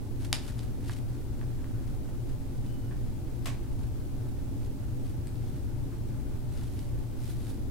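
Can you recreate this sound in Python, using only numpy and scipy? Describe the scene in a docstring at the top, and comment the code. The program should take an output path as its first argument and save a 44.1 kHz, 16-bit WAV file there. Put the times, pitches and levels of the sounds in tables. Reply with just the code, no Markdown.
"""Shoulder rub in a treatment room

A stereo microphone in a small room. A hand tool is stroked to and fro over a shoulder; skin and
sleeves rustle softly, with one faint squeak. One sharp snap, a short clack further off and a few
faint ticks and knocks ring briefly off the walls. All around, the ventilation rumbles and its
motor hum beats slowly against the mains hum."""
import sys
import numpy as np
from scipy import signal
from scipy.fft import rfft, irfft
from scipy.io import wavfile
from scipy.ndimage import uniform_filter1d

SR = 44100
rng = np.random.default_rng(int(sys.argv[2]) if len(sys.argv) > 2 else 0)


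def inscribe(sig):
    """Save sig as 16-bit PCM at rate SR to the path in sys.argv[1].

    A 1-D sig is mono; a 2-D sig holds one channel per row.
    Samples are clipped to [-1, 1] before scaling.
    """
    pcm = np.round(np.clip(np.atleast_2d(sig).T, -1, 1) * 32767)
    wavfile.write(sys.argv[1], SR, pcm.astype(np.int16))


N = 339570

# strokes of the tool, settling to about 2.5 a second: (peak time [s], rms level [dB], length [s])
STROKES = [(0.241, -53, 0.069), (0.474, -52.5, 0.12), (0.614, -59, 0.14), (0.904, -52, 0.13),
           (1.15, -66, 0.19), (1.55, -69, 0.31), (1.89, -64, .13), (2.31, -63, 0.068), (2.68, -64, 0.1),
           (3.058, -65, 0.078), (3.45, -66, .15), (3.828, -65, 0.085), (4.238, -69, 0.1),
           (4.645, -60.5, 0.051), (5.083, -62, 0.098), (5.5, -63, .2), (5.94, -70, 0.096),
           (6.338, -68, .12), (6.59, -57, 0.13), (6.98, -69, .13), (7.297, -56, 0.041), (7.484, -57, 0.065)]
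# bright scrape of the tool's edge: (frequency [Hz], relative level [dB])
SCRAPE_COLOUR = [(300, 1), (900, 0), (1600, 2), (2600, 1.5), (4500, 0.5), (6500, -3), (10500, -2),
                 (13000, -10), (16000, -32)]
# dull drag of the skin: (frequency [Hz], relative level [dB])
DRAG_COLOUR = [(500, -12), (1000, -4), (1500, 0.5), (2100, -10), (3200, -19), (8000, -20), (16000, -40)]
# brushes of the sleeve: (peak time [s], rms level [dB], length [s])
BRUSHES = [(6.66, -63, .18), (6.79, -59.5, 0.16), (7.28, -54.5, 0.17), (7.47, -58.5, 0.2)]
# rustle of the cloth: (frequency [Hz], relative level [dB])
SLEEVE_COLOUR = [(500, -20), (1500, -3), (4000, 0.5), (7000, -4), (11000, -1.5), (16000, -12)]

# Lean is left minus right at the microphone; room is the reflections against the direct tap.
# the snap, then fainter clicks: (time [s], tap level [dB], lean [dB], room [dB])
CLICKS = [(.3287, -2.5, 0, -6), (.484, -37, 0, 1), (.5925, -27.5, 0, -3), (.8958, -31, -2, -8),
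          (.9355, -37, -1, -2), (1.393, -44, 3, -2), (5.357, -41, 7, -1), (6.575, -38, 2, 3),
          (6.7922, -32.5, 7, -11), (7.503, -40, -2, -3)]
# resonances of the clicks: (frequency [Hz], width [Hz], gain [dB])
CLICK_MODES = [(840, 480, -20), (1380, 1100, -40), (2400, 290, -26.5), (3100, 150, -27.5), (3820, 310, -17),
               (4960, 1150, -4.5), (7070, 1140, -13), (8700, 890, -15), (10700, 760, -16)]
# thin bright ticks: (time [s], tap level [dB], lean [dB], room [dB])
TICKS = [(5.272, -36, 5, 0.5), (6.636, -42, 0, -5), (7.46, -43, 2, 1)]
# resonances of the ticks: (frequency [Hz], width [Hz], gain [dB])
TICK_MODES = [(2500, 820, -7), (4700, 1200, -4), (8400, 790, -1.5), (11000, 2200, -18)]
# dull knocks: (time [s], tap level [dB], lean [dB], room [dB])
KNOCKS = [(.8958, -29.5, -4, -8), (.9, -36, -2, -13), (1.4138, -38, -5, -3), (1.59, -49, 6, 0),
          (1.6432, -40.5, 4, -2), (2.911, -44, 5, 5), (2.925, -49, 1, -3)]
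# resonances of the knocks: (frequency [Hz], width [Hz], gain [dB])
KNOCK_MODES = [(1110, 160, -9.5), (1700, 370, 0.5), (2500, 500, -11)]
# the clack further off, mostly room sound: (time [s], tap level [dB], lean [dB], room [dB])
CLACK = [(3.4577, -33, 8, 11), (3.4608, -35, .5, 8), (3.474, -36.5, 2, 11)]
# resonances of the clack: (frequency [Hz], width [Hz], gain [dB])
CLACK_MODES = [(577, 360, -22), (1110, 99, -18), (2620, 1760, 2), (4900, 3800, 4.5), (7860, 2500, -2),
               (11300, 4000, -14)]

# colour of the reflections: (frequency [Hz], relative level [dB])
ROOM_COLOUR = [(700, 3.5), (1600, 2.5), (4000, 0.5), (9000, 1), (14000, 1.5)]
# reverberation of the room: (frequency [Hz], time to fall 60 dB [s])
ROOM_T60 = [(400, 0.43), (1500, 0.36), (4000, 0.37), (8000, 0.3), (14000, 0.16)]
# bands that die away separately: (edge [Hz])
ROOM_BANDS = [300, 1000, 2000, 3500, 5000, 7000, 9500, 12000, 14000, SR / 2]

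# rumble of the ventilation: (frequency [Hz], relative level [dB])
RUMBLE = [(5, 0.5), (22, 1), (34, -1), (52, -1.5), (65, -7), (85, -1), (110, 2), (128, 0), (145, -7),
          (175, -13), (215, -11.5), (280, -12), (400, -17.5), (660, -29)]
# hiss above the rumble: (frequency [Hz], relative level [dB])
HISS = [(660, -29.5), (850, -30), (1100, -35.5), (1500, -40.5), (2000, -40.5), (3000, -42.5), (4500, -43),
        (6500, -44.5), (9500, -44), (13000, -45.5), (16000, -46)]
# resonances of duct and room: (frequency [Hz], width [Hz], lift [dB])
DUCT_MODES = [(193, 6.8, 2), (273.8, 24, 6.5), (320, 8.6, 0.5), (348, 16.7, 5.5), (370, 8.3, -2.5),
              (502, 13, 0), (600, 22, 6.5), (752, 23, 6), (868, 27, 5), (1470, 130, 2.5)]
# how alike the air is on the two sides of the microphone: (frequency [Hz], correlation [0-1])
AIR_LIKENESS = [(25, 0.11), (55, 0.56), (95, 0.64), (125, 0.1), (160, 0.73), (280, 0.57), (420, 0.28),
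                (800, 0.48), (1500, 0.14), (4000, 0.045), (12000, 0.025)]
# balance of the air noise: (frequency [Hz], lean [dB])
AIR_LEAN = [(30, -8.5), (60, 16), (120, -6.5), (145, -0.5), (200, 1), (280, -3), (400, -2.5), (500, -1.5),
            (900, -0.5), (1300, 3), (2200, 1), (5000, 1), (9000, 0.5)]
# fan, motor and mains tones: (frequency [Hz])
HUM_HZ = [19.8, 27.26, 29.11, 58.96, 117.48, 120.02, 234.96]
# each of those tones at the microphone: (rms level [dB], lean [dB], left lead [rad])
HUM_AT_MIC = [(-59, -25, 0.2), (-58, -1, -1.5), (-56, 27, -1.4), (-46.5, -1, -1.3), (-42.5, 10, 1.95),
              (-48, 10, 2.5), (-56.5, 2, -1)]


def tool_on_skin(return_delay_s=.205, return_length_s=.13, drag_db=-66.5):
    """The edge scrapes brightly on each stroke; the skin drags dully both ways."""
    pushes = [(s, drag_db, length_s) for s, _, length_s in STROKES]
    returns = [(s + return_delay_s, drag_db, return_length_s) for s, _, _ in STROKES]
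    # a faint rubbing goes on between the strokes
    scrape_level = swells(STROKES, rise_share=.46, resting_db=-71)
    drag_level = swells(pushes + returns, rise_share=.46, resting_db=-73)
    scrape = scrape_level * friction(SCRAPE_COLOUR, alike=.59, grain_db=3.5, grain_hz=90)
    drag = drag_level * friction(DRAG_COLOUR, alike=.47, grain_db=2.5, grain_hz=40)
    return scrape + drag


def sleeve():
    """Cloth rustles as the arm shifts."""
    level = swells(BRUSHES, rise_share=.48, resting_db=-82)
    return level * friction(SLEEVE_COLOUR, alike=.39, grain_db=2.5, grain_hz=200)


def squeak(start_s=2.62, length_s=.29, top_hz=3030, sag_hz=170, top_share=.43, level_db=-71):
    """A thin unsteady tone, dead centre, whose pitch arches and sags."""
    progress = np.clip((np.arange(N) / SR - start_s) / length_s, 0, 1)
    arch_hz = top_hz - sag_hz * ((progress - top_share) / (1 - top_share)) ** 2
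    hz = arch_hz + 18 * drift(30)
    flutter_db = 2 * drift(25)
    level = np.sqrt(np.abs(np.sin(np.pi * progress))) * from_db(level_db + flutter_db)
    return np.sqrt(2) * level * np.sin(2 * np.pi * np.cumsum(hz) / SR)


def friction(colour, alike, grain_db, grain_hz):
    """Noise of unit rms from sliding surfaces that catch in tiny grains."""
    hz = np.arange(N // 2 + 1) * SR / N
    grains = irfft(noise_pair(alike, N), N) * from_db(grain_db * drift(grain_hz))
    swish = irfft(rfft(grains) * from_db(at_hz(colour, hz)), N)
    return swish / swish.std()


def swells(moves, rise_share, resting_db):
    """Each movement swells to its peak and fades, half as strong at the ends of its length."""
    t = np.arange(0, N, 100) / SR
    power = from_db(resting_db) ** 2
    for peak_s, level_db, length_s in moves:
        side_s = length_s * np.where(t < peak_s, rise_share, 1 - rise_share)
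        bell = .5 ** (((t - peak_s) / side_s) ** 2)
        power = power + (from_db(level_db) * bell) ** 2
    return np.interp(np.arange(N) / SR, t, np.sqrt(power))


def contacts(events, modes, band_hz, rough=0):
    """Each contact, a clean tap or a crunch, rings its object and sends reflections round the room."""
    taps = np.zeros((2, N + SR))
    for s, level_db, lean_db, room_db in events:
        touch = rough * crunch()
        touch[:, 0] += 1   # the clean tap
        at_mic = pan(lean_db) * touch + from_db(room_db) * room_response()
        start = round(s * SR)
        taps[:, start:start + SR // 2] += from_db(level_db) * at_mic
    body = sum(from_db(gain_db) * ring(taps[:, :N], hz, width_hz) for hz, width_hz, gain_db in modes)
    # small objects radiate little bass, and the contact time limits the treble
    return signal.sosfilt(signal.butter(5, band_hz, "band", fs=SR, output="sos"), body)


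def crunch(decay_s=.0019, alike=.81):
    """A dense burst of tiny impacts, of unit energy."""
    size = SR // 2
    burst = irfft(noise_pair(alike, size), size) * np.exp(-np.arange(size) / SR / decay_s)
    return burst / np.sqrt(np.sum(burst ** 2) / 2)


def ring(taps, hz, width_hz):
    """A unit tap sets a damped sine of height 1 ringing."""
    r, w = np.exp(-np.pi * width_hz / SR), 2 * np.pi * hz / SR
    return signal.lfilter([0, r * np.sin(w)], [1, -2 * r * np.cos(w), r * r], taps + 1e-18)


def room_response(alike=.4, build_s=.001, lumpiness=6, early_boost=.63):
    """Reflections of unit energy at the microphone: uneven, then dense, the treble dying soonest."""
    size = SR // 2
    t, hz = np.arange(size) / SR, np.arange(size // 2 + 1) * SR / size
    lumps = rng.random(size) ** (lumpiness * np.exp(-t / .055))
    lumps = lumps / np.sqrt(uniform_filter1d(lumps ** 2, size=200))
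    echoes = irfft(noise_pair(alike, size), size) * lumps
    spectrum = rfft(echoes) * from_db(at_hz(ROOM_COLOUR, hz))
    tail = 0
    for low, high in zip(ROOM_BANDS, ROOM_BANDS[1:]):
        band = irfft(spectrum * (hz >= low) * (hz < high), size)
        tail = tail + band * from_db(-60 * t / at_hz(ROOM_T60, np.sqrt(low * high)))
    # near walls answer first and loudest, then the diffuse field is left
    near_walls = 1 + early_boost * np.exp(-((t - .016) / .014) ** 2)
    tail = tail * (1 - np.exp(-t / build_s)) * near_walls
    return tail / np.sqrt(np.sum(tail ** 2) / 2)


def ventilation(density_db=-57.5):
    """Steady air noise from the duct, lifted at the resonances, fading into hiss."""
    hz = np.arange(N // 2 + 1) * SR / N
    level_db = density_db + np.where(hz < RUMBLE[-1][0], at_hz(RUMBLE, hz), at_hz(HISS, hz))
    for mode_hz, width_hz, lift_db in DUCT_MODES:
        level_db = level_db + lift_db / (1 + (2 * (hz - mode_hz) / width_hz) ** 2)
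    spectrum = noise_pair(at_hz(AIR_LIKENESS, hz), N) * from_db(level_db) * pan(at_hz(AIR_LEAN, hz))
    return irfft(spectrum, N) * np.sqrt(SR / 2)


def hum(left_crest_s=.27):
    """The motor slips a little behind the mains, so their tones beat."""
    t = np.arange(N) / SR - left_crest_s
    tones = 0
    for hz, (level_db, lean_db, lead) in zip(HUM_HZ, HUM_AT_MIC):
        tone = np.sqrt(2) * np.cos(2 * np.pi * hz * t - lead * np.array([[0], [1]]))
        tones = tones + tone * pan(lean_db) * from_db(level_db)
    return tones


def from_db(db):
    """Decibels to gain."""
    return 10 ** (np.asarray(db) / 20)


def at_hz(points, hz):
    """Read a table on a log-frequency axis."""
    knots, values = np.transpose(points)
    return np.interp(np.log(np.maximum(hz, 1)), np.log(knots), values)


def pan(lean_db):
    """Left and right gains for a lean."""
    return from_db(np.array([[.5], [-.5]]) * lean_db)


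def drift(rate_hz):
    """A random wander of spread 1, mostly slower than the given rate."""
    hz = np.arange(N // 2 + 1) * SR / N
    slow = irfft(rfft(rng.standard_normal(N)) / (1 + (hz / rate_hz) ** 2), N)
    return slow / slow.std()


def noise_pair(alike, size):
    """Spectra of left and right white noise with a given correlation."""
    mid, side = rfft(rng.standard_normal((2, size)))
    return np.sqrt((1 + alike) / 2) * mid + np.sqrt((1 - alike) / 2) * side * [[1], [-1]]


def scene():
    """Rubbing and small contacts over the room tone, as they reach the microphone."""
    clicks = contacts(CLICKS, CLICK_MODES, band_hz=(705, 11700))
    ticks = contacts(TICKS, TICK_MODES, band_hz=(1480, 13500))
    knocks = contacts(KNOCKS, KNOCK_MODES, band_hz=(600, 5000))
    clack = contacts(CLACK, CLACK_MODES, band_hz=(392, 15000), rough=1.5)
    rubbing = tool_on_skin() + sleeve() + squeak()
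    return rubbing + clicks + ticks + knocks + clack + ventilation() + hum()


def record(dry):
    """The microphone signal is cut steeply above 15850 Hz."""
    return signal.sosfilt(signal.ellip(12, .1, 80, 15850, fs=SR, output="sos"), dry)


dry = scene()
out = record(dry)
inscribe(out)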